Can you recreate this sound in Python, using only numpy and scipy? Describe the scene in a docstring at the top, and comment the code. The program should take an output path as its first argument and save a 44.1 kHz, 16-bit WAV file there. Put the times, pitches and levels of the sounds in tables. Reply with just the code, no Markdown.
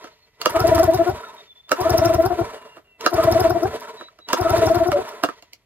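"""Outboard that will not start

A two-cylinder outboard on a stand in a yard is pulled over four times by its rope and does not catch.
The pawl knocks in; each crank half-turn honks a reed valve, thumps the exhaust leg and hisses at the
ports. The rope whirs out and rattles back onto its pulley, the rewind spring squeaks between pulls,
a shed wall echoes."""
import sys
import numpy as np
from scipy import signal
from scipy.fft import rfft, irfft, next_fast_len
from scipy.io import wavfile
from scipy.ndimage import uniform_filter1d

SR = 44100
rng = np.random.default_rng(int(sys.argv[2]) if len(sys.argv) > 2 else 0)


def inscribe(sig):
    """Save sig as 16-bit PCM at rate SR to the path in sys.argv[1].

    A 1-D sig is mono; a 2-D sig holds one channel per row.
    Samples are clipped to [-1, 1] before scaling.
    """
    pcm = np.round(np.clip(np.atleast_2d(sig).T, -1, 1) * 32767)
    wavfile.write(sys.argv[1], SR, pcm.astype(np.int16))


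N = 249165
t = np.arange(N) / SR


def undb(db):
    return 10 ** (np.asarray(db) / 20)


def unit(x):
    return x / np.sqrt(np.mean(x ** 2))


def ring(x, modes):
    """Parallel resonators of alternating sign; modes: f/Hz, width/Hz, gain/dB."""
    return sum((-1) ** k * undb(db) * signal.lfilter(*signal.iirpeak(hz, hz / width, SR), x)
               for k, (hz, width, db) in enumerate(modes))


def colour(spectrum, x=None):
    """White noise, or x, shaped by a spectrum (f/Hz, gain/dB); rms 1."""
    x = rng.standard_normal(N) if x is None else x
    hz, db = np.transpose(spectrum)
    size = next_fast_len(N)
    bin_hz = np.arange(size // 2 + 1) * SR / size
    gain = undb(np.interp(np.log(bin_hz + 1), np.log(hz), db, left=-90))
    return unit(irfft(rfft(x, size) * gain, size)[:N])


def walk(rate_hz):
    """Smoothed random steps; rms 1."""
    hold = max(int(SR / rate_hz), 2)
    steps = np.repeat(rng.standard_normal(N // hold + 1), hold)
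    return unit(uniform_filter1d(uniform_filter1d(steps, hold), hold)[:N])


def bumps(at_s, db, rise_s, fall_s, edge=2):
    """Envelope of asymmetric swells; a larger edge flattens the top."""
    out = np.zeros(N)
    for at, gain, rise, fall in np.broadcast(at_s, undb(db), rise_s, fall_s):
        near = slice(max(int((at - 4 * rise) * SR), 0), int((at + 4 * fall) * SR))
        u = t[near] - at
        out[near] += gain * np.exp(-.5 * np.abs(u / np.where(u < 0, rise, fall)) ** edge)
    return out


def tones(rows, waver, flicker_db, rasp):
    """Gliding, wavering, rough sines that swell in and out."""
    out = np.zeros(N)
    for start, end, from_hz, to_hz, db in rows:
        fade = np.sin(np.pi * np.clip((t - start) / (end - start), 0, 1)) ** .5
        pitch_hz = np.interp(t, [start, end], [from_hz, to_hz]) * (1 + waver * walk(90))
        wave = np.sqrt(2) * np.sin(2 * np.pi * np.cumsum(pitch_hz) / SR)
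        out += wave * fade * undb(db + flicker_db * walk(40)) * (1 + rasp * walk(300))
    return out


def place(x, pan_db, wall_db, t60_s=.098, left_lag_s=88e-6):
    """Pan (+ is left), left side delayed; shed and tank return a separate short echo to each side."""
    u = np.arange(int(.3 * SR)) / SR
    echo = rng.standard_normal((2, len(u))) * np.exp(-np.log(1000) * u / t60_s) * (u > .003)
    echo = signal.sosfilt(signal.butter(1, [150, 12000], "band", fs=SR, output="sos"), echo)
    echo /= np.sqrt(np.sum(echo ** 2, 1, keepdims=True))
    wet = signal.fftconvolve(x[None], echo, axes=1)[:, :N]
    size = next_fast_len(N)
    bin_hz = np.arange(size // 2 + 1) * SR / size
    late = irfft(rfft(x, size) * np.exp(-2j * np.pi * bin_hz * left_lag_s), size)[:N]
    return np.array([late * undb(pan_db / 2), x * undb(-pan_db / 2)]) + undb(wall_db) * wet


def yard():
    """Faint low outdoor noise, mostly common to both sides."""
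    spectrum = [(20, -15.5), (40, 3), (120, 3), (270, -7.5), (700, -10.5), (2500, -14), (5000, -26.5),
                (12000, -27.5), (16000, -48)]  # f/Hz, level/dB
    common = colour(spectrum)
    sides = np.array([colour(spectrum), colour(spectrum)])
    return undb(-68.5) * (common + .33 * sides)


def spring():
    """Thin, intermittent squeak of the rewind spring."""
    squeaks = [(.11, .15, 4220, 4150, -59), (.19, .26, 4280, 4230, -58.5), (.925, 1.01, 3880, 3800, -48),
               (1.12, 1.32, 3810, 3680, -52), (1.36, 1.42, 3700, 3680, -49),
               (1.45, 1.535, 3650, 3480, -51.5), (1.55, 1.615, 3480, 3520, -51),
               (1.635, 1.7, 3590, 3480, -52), (2.5, 2.8, 2880, 2740, -58), (2.845, 2.99, 2800, 2660, -60),
               (3.89, 3.93, 4000, 4000, -55), (3.97, 4.095, 3910, 3925, -44.5),
               (4.2, 4.29, 3940, 3860, -49)]  # start/s, end/s, from/Hz, to/Hz, level/dB
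    return tones(squeaks, waver=.004, flicker_db=3, rasp=.35)


def rope():
    """Rope sings over its guide: rising on the pull, falling on the rewind."""
    glides = [(.54, .64, 1200, 1400, -28.5), (1.19, 1.29, 1437, 1300, -46), (1.3, 1.375, 1062, 941, -51),
              (1.8, 1.9, 1055, 1400, -34), (3.17, 3.28, 1230, 1320, -28.5), (3.84, 3.89, 1400, 1330, -48),
              (4.43, 4.525, 1253, 1350, -28), (5.1, 5.16, 1400, 1340, -45)]  # start/s, end/s, from/Hz, to/Hz, level/dB
    return tones(glides, waver=.025, flicker_db=3, rasp=.7)


def housing_hum():
    """The housing hums briefly after one knock."""
    hum = [(4.925, 4.975, 589.5, 568, -20.5)]  # start/s, end/s, from/Hz, to/Hz, level/dB
    return tones(hum, waver=.01, flicker_db=6, rasp=.15)


def pull_gains():
    """Rattle, rumble, whir and air gains: one out-and-back course, stretched to each pull."""
    pulls = [(-.88, .1), (.457, 1.46), (1.716, 2.8), (3.061, 4.07), (4.33, 5.38)]  # pawl bites/s, rope home/s; the first is only a tail
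    spin_db = [(-24.5, -24.5, -50, -53.5), (-29, -26, -52, -53.5), (-29.5, -26, -62, -55.5),
               (-29.5, -25.5, -52, -57.5), (-28, -26.5, -52, -57.5)]  # full spin, per pull: rattle/dB, rumble/dB, whir/dB, air/dB
    course = [(-.02, -59.5, -57.5, -17, -32.5), (.04, -4, -14.5, -7.5, -2.5), (.13, -3.5, -3, -4.5, -0.3),
              (0.282, 0.8, 0.3, -4.5, -2.5), (.45, -6.5, -12.5, -8.5, 2.6), (.62, -10.5, -4.5, -7, -8.5),
              (.72, -8.5, -11, -6, -29), (.85, -17.5, -20.5, -11, -30), (.96, -22, -25.5, -1, -24.5),
              (1.03, -40.5, -39.5, -13.5, -25.5), (1.3, -56.5, -52, -20.5, -32)]  # share of pull, then re full spin: rattle/dB, rumble/dB, whir/dB, air/dB
    share, *course_db = np.transpose(course)
    gains = np.zeros((4, N))
    for (bite_s, home_s), full_db in zip(pulls, spin_db):
        progress = (t - bite_s) / (home_s - bite_s)
        for gain, full, db in zip(gains, full_db, course_db):
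            gain += undb(full + np.interp(progress, share, db, left=-99, right=-99))
    return gains


def pulley():
    """Dense uneven ticks of rope, spring and pawl ring the housing; rope whir and flywheel air above."""
    modes = [(451.4, 28, 16), (624, 86, 12.5), (961, 110, 18), (1303, 64, 11.5), (1490, 20, -2.5),
             (1706, 100, 0.5), (2060, 27, -29.5), (2630, 30, -28), (3420, 570, -14)]  # housing: f/Hz, width/Hz, gain/dB
    scrapes = [(0.411, 0.46, -40.5), (1.684, 1.694, -53), (3.011, 3.06, -37.5), (4.289, 4.327, -36)]  # slack taken up, pawl scraping out: start/s, end/s, level/dB
    whir_spectrum = [(1800, -2), (2500, -7), (3500, -7.5), (5000, -10), (7000, -16.5), (9000, -43.5)]  # rope: f/Hz, level/dB
    air_spectrum = [(5000, -12.5), (7000, -34.5), (10000, -5.5), (14000, 13), (15500, -7), (16500, -26)]  # flywheel: f/Hz, level/dB
    rattle, rumble, whirring, wind = pull_gains()
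    start, end, slack_db = np.transpose(scrapes)
    half_s = (end - start) / 2
    slack = bumps(start + half_s, slack_db, half_s, half_s, edge=2.7)
    ticks = rng.standard_normal(N) * undb(np.minimum(3 * rng.exponential(size=N), 17))

    def flicker(db):
        return undb(db * walk(70))

    shaken = ticks * flicker(2.2)
    # the contact wanders over the housing, so each mode also flickers alone
    upper = unit(sum(ring(shaken * flicker(3.4), [mode]) for mode in [*modes[2:], (1400, 1500, -22)]))
    lower = unit(sum(ring(shaken * flicker(3.64), [mode]) for mode in [(300, 80, -4), *modes[:2]]))
    whir = colour(whir_spectrum, shaken) * flicker(.83)
    air = colour(air_spectrum, ticks) * flicker(2)
    housing = upper * (rattle + slack) + lower * (rumble + 1.2 * slack)
    return housing + whir * (whirring + .5 * slack) + air * wind


def knocks(bounce_s=.011, push_s=.0011):
    """Pawl, handle and housing knocks: a blow, a bounce and a buzz ring the housing; a crack on top."""
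    hits = [(0.041, -31.5, -34, -40, 0.48), (0.414, -24, -38, -20, 1), (0.457, -1.5, -13, -10.5, 0.45),
            (0.778, -10, -18.5, -42.5, 0.55), (1.692, -32, -48.5, -34, 0.68),
            (1.716, -3.5, -11.5, -11, 0.23), (2.767, -37, -40, -67.5, 0.96), (2.781, -41, -48, -68.5, 1),
            (3.008, -33, -53.5, -29, 0.93), (3.061, -3, -14, -11, 0.54), (4.009, -27.5, -36, -55.5, 0.54),
            (4.083, -38, -67, -70, 0.3), (4.187, -39.5, -50, -49, 0.86), (4.286, -24, -39, -25, .6),
            (4.33, -2.5, -14, -10.5, 0.81), (4.916, -16.5, -17, -23.5, 1), (5.235, -7.5, -13, -15.5, 1),
            (5.286, -19, -28, -41, 1), (5.423, -41, -47, -40.5, 0.59), (5.532, -61, -56.5, -31.5, 0.32)]  # t/s, high ring/dB, low ring/dB, crack/dB, decay scale
    low_modes = [(310, 80, -2), (465, 80, -3), (615, 120, 0)]  # housing: f/Hz, width/Hz, gain/dB
    high_modes = [(960, 100, -7), (1300, 170, 0), (1830, 120, -12), (2330, 150, -22)]  # housing: f/Hz, width/Hz, gain/dB
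    at_s, high_db, low_db, crack_db, decay = np.transpose(hits)

    def buzz(db, tail_db, bounce_db):
        push = bumps(at_s + .0024, db, push_s, push_s * decay)
        bounce = bumps(at_s + bounce_s, db + bounce_db, push_s, 2 * push_s)
        tail = bumps(at_s + .0013, db + tail_db, .0047, .016 * decay)
        return rng.standard_normal(N) * (push + bounce + tail)

    def blow(db, lag_s):
        out = np.zeros(N)
        out[((at_s + lag_s) * SR).astype(int)] = undb(db)
        return out

    high = ring(blow(high_db + 35, .0025) + buzz(high_db + 6, -10.5, -18), high_modes)
    low = ring(blow(low_db + 39.5, .004) + buzz(low_db + 15.5, -10.5, 0), low_modes)
    snap = buzz(crack_db, -20, -27.5)
    ping = ring(snap, [(2800, 47, 14.3), (3450, 49, 9.3)])  # steel of the pawl
    crack = colour([(2000, 0), (2600, -4.5), (4500, 2), (6500, -3), (9000, -14.5), (14000, -12.5),
                    (16500, -12.5)], snap + ping)
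    return high + low + crack * undb(-39.5)


def strokes():
    """Half-turn columns, cylinder, duration/s. Cylinder indexes setting pairs: 0 stiff reed, 1 soft."""
    # crank half-turns per pull: t/s, reed f/Hz, reed octave/dB, puff/dB, port lag/ms, hiss/dB, chirp/dB
    pulls = [
        [(.505, 357, -43.5, -40, -0.5, -29.5, -56), (.561, 329.6, -16.5, -32.5, 7, -49, -58),
         (.611, 357, -23.5, -23.5, -7.5, -25.5, -44.5), (.652, 328, -11.5, -32, -3.5, -44, -49),
         (.689, 355.5, -20, -22.5, -10, -25, -47.5), (.725, 324, -10, -45.5, 0, -41, -62),
         (.757, 338, -19, -21.5, -0.5, -26, -43), (.804, 328.2, -11, -33.5, -8, -29.5, -43),
         (.845, 357, -21, -24, -5.5, -24, -45), (.893, 326, -11.5, -46.5, 18.5, -46, -59.5),
         (.948, 358, -20, -22, -3.5, -27, -39.5), (1.01, 339, -14, -41.5, 15, -47.5, -61),
         (1.088, 359.5, -22, -25, 9.5, -38, -60)],
        [(1.812, 364.6, -23, -28, 1.5, -27, -42.5), (1.864, 327, -16.5, -38, 2, -57, -59),
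         (1.91, 362, -20.5, -21.5, -6.5, -26.5, -34), (1.949, 331, -13, -46.5, 1, -51, -59),
         (1.99, 358, -21.5, -23, -8.5, -26.5, -30.5), (2.026, 326, -13.5, -45.5, 1.5, -55.5, -60),
         (2.061, 353, -18, -21.5, -4, -25, -30.5), (2.106, 326, -15, -34.5, -4, -43, -52.5),
         (2.151, 356.8, -20.5, -21.5, -5.5, -25.5, -37), (2.199, 327, -13, -48, 25, -40.5, -73),
         (2.256, 361, -21.5, -23.5, 5, -29.5, -53.5), (2.324, 346.5, -18, -38, 2, -56.5, -64.5),
         (2.407, 358, -23, -27.5, -5, -45.5, -61)],
        [(3.144, 360.4, -22, -25.5, -1, -28.5, -43), (3.193, 326, -15.5, -38.5, -1, -55, -58.5),
         (3.249, 354.5, -24.5, -23, -10.5, -27, -50.5), (3.283, 329.4, -10.5, -35.5, 2, -45.5, -52),
         (3.321, 351, -19.5, -22.5, 1.5, -25, -37.5), (3.364, 331.3, -12.5, -36, 1.5, -41.5, -51),
         (3.409, 354, -19, -22.5, -3.5, -25, -49), (3.457, 333, -13, -32.5, 5, -54, -48),
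         (3.511, 358.7, -20, -23.5, -6.5, -30, -44.5), (3.568, 342, -17, -44, -3, -54, -67),
         (3.646, 362, -20, -25.5, -13.5, -38, -44)],
        [(4.411, 358.7, -21.5, -26, 1.5, -34, -52), (4.462, 328.6, -16.5, -35.5, .1, -55, -57),
         (4.51, 363.6, -22, -24.5, -6, -26, -43), (4.543, 330, -14, -38.5, 6, -47, -52.5),
         (4.585, 345, -23, -24, -3.7, -30.5, -52), (4.629, 329.5, -14, -36, -4, -46.5, -55),
         (4.669, 356, -20.5, -22, -2, -28, -36), (4.713, 329, -13.5, -43, 1, -39.5, -47),
         (4.765, 355, -20, -22.5, -11, -31.5, -47), (4.819, 331.5, -15, -39, .1, -52, -65),
         (4.884, 359, -21, -24.5, -7, -36, -41), (4.986, 354, -24.5, -42, .1, -62, -65)],
    ]
    cylinder = np.concatenate([np.arange(len(pull)) % 2 for pull in pulls])
    turn_s = np.concatenate([np.gradient(np.array(pull)[:, 0]) for pull in pulls])
    return (*np.concatenate(pulls).T, cylinder, turn_s)


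def ports(hiss_share=(.14, .2), spit_length_s=.0055):
    """A port opens with a spit of air; the hiss peaks just after and chirps at the port edge."""
    spits = [(.958, -35), (1.078, -41), (1.214, -51), (1.35, -54), (3.109, -39), (3.807, -39.5),
             (4.386, -36), (4.63, -53), (5.09, -40.5)]  # extra lone spits: t/s, level/dB
    hiss_spectrum = [(1470, -34.5), (2500, -13), (3020, -24.5), (5330, 6.5), (7370, -29), (10400, -4),
                     (12000, -9.5), (13800, 3.5), (15500, -3), (16500, -31)]  # f/Hz, level/dB
    stroke_s, _, _, _, lag_ms, hiss_db, edge_db, cylinder, turn_s = strokes()
    spit_s, spit_db = np.transpose(spits)
    at_s = np.r_[stroke_s + lag_ms / 1000, spit_s]
    air_db = np.r_[hiss_db, spit_db]
    chirp_db = np.r_[edge_db, spit_db - 16.5]
    length_s = np.r_[np.take(hiss_share, cylinder) * turn_s, np.full(len(spits), spit_length_s)]
    gust = undb(2 * walk(400))
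    hiss = colour(hiss_spectrum) * bumps(at_s, air_db, .3 * length_s, .5 * length_s)
    spit = colour([(1500, -8.5), (3000, -1.5), (6000, -.5), (9000, -.5), (14000, -8), (16500, -29.5)])
    spit *= bumps(at_s - .008, air_db - 3.5, .0004, .0024)
    edge = ring(ring(rng.standard_normal(N), [(5900, 710, 0)]), [(5300, 550, 0)])
    chirp = unit(edge) * bumps(at_s + .002, chirp_db + 5, .003, .004)
    return (hiss + spit) * gust + chirp


def exhaust(puff_hz=(108, 82), lag_share=(.14, .21), rise_s=.0059, fall_s=.0048, sag_per_s=4.8):
    """A puff rings the long leg, its pitch sagging; turbulence shakes it and rumbles after."""
    puffs, shake_rad = np.zeros(N), .3 * walk(70)
    stroke_s, _, _, puff_db, *_, cylinder, turn_s = strokes()
    at_s = stroke_s + np.take(lag_share, cylinder) * turn_s
    for at, db, hz in zip(at_s, puff_db, np.take(puff_hz, cylinder)):
        near = slice(int((at - .05) * SR), int((at + .05) * SR))
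        u = t[near] - at
        swell = np.exp(-.5 * (u / np.where(u < 0, rise_s, fall_s)) ** 2)
        phase = 2 * np.pi * hz * (u - sag_per_s * u ** 2) + shake_rad[near]
        puffs[near] += 2 * undb(db) * swell * np.cos(phase)
    rumble = colour([(20, -35), (40, -12.5), (80, 1.5), (140, -6), (200, -9.5), (280, -13), (400, -58.5)])
    return puffs + rumble * bumps(at_s, puff_db - 9, .0043, .043)


def reeds(flutter_share=(.71, .43), longest_s=(.039, .06), glide=.0415, rise_share=.52, fall_share=.41):
    """Each half-turn sets a reed valve fluttering; the stiffer reed slides up, slaps and rasps."""
    out, wobble, rasp = np.zeros(N), walk(120), walk(260)
    at_s, flutter_hz, octave_db, *_, cylinder, turn_s = strokes()
    length_s = np.minimum(np.take(flutter_share, cylinder) * turn_s, np.take(longest_s, cylinder))
    # a slower turn swings the reed wider
    slower_ms = 1000 * (turn_s - turn_s.mean())
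    swing_db = np.take((.0754, .1421), cylinder) * slower_ms
    fundamental_db = octave_db + np.take((-1.1, -7.5), cylinder) + swing_db
    for at, length, hz, low_db, high_db in zip(at_s, length_s, flutter_hz, fundamental_db, octave_db):
        near = slice(int((at - .1) * SR), int((at + .1) * SR))
        u = t[near] - at
        stiff = np.clip((hz - 335) / 15, 0, 1)
        rough = .07 + .35 * stiff
        pitch_hz = hz * (1 + stiff * glide * np.tanh(2 * u / length) + .0774 * rough * wobble[near])
        phase = 2 * np.pi * (np.cumsum(pitch_hz) / SR + rng.random())
        slap = undb(-31 + 10 * stiff) * (np.sin(3 * phase) + np.sin(4 * phase)) * (1 + rasp[near])
        wave = undb(low_db) * np.sin(phase) + undb(high_db) * (np.sin(2 * phase) + slap)
        width_s = length * np.where(u < 0, rise_share, fall_share)
        swell = np.exp(-.5 * np.abs(u / width_s) ** 3.2)
        out[near] += np.sqrt(2) * wave * (1 + rough * np.tanh(rasp[near])) * swell
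    return out


def scene():
    """Engine, starter and yard in stereo."""
    whines = rope() + spring()
    engine = place(reeds(), pan_db=5.35, wall_db=-10)
    engine += place(exhaust(), pan_db=.6, wall_db=-14.5)
    engine += place(ports(), pan_db=.12, wall_db=-11)
    starter = place(knocks(), pan_db=-4.3, wall_db=-8.5)
    starter += place(pulley(), pan_db=-.29, wall_db=-9.5)
    starter += place(housing_hum(), pan_db=2.5, wall_db=-11)
    starter += place(whines, pan_db=-.5, wall_db=-22)
    return engine + starter + yard()


def record(dry, top_hz=16300):
    """Soft clip, then steep low-pass."""
    return signal.sosfilt(signal.ellip(10, .2, 95, top_hz, fs=SR, output="sos"), np.tanh(dry))


dry = scene()
out = record(dry)
inscribe(out)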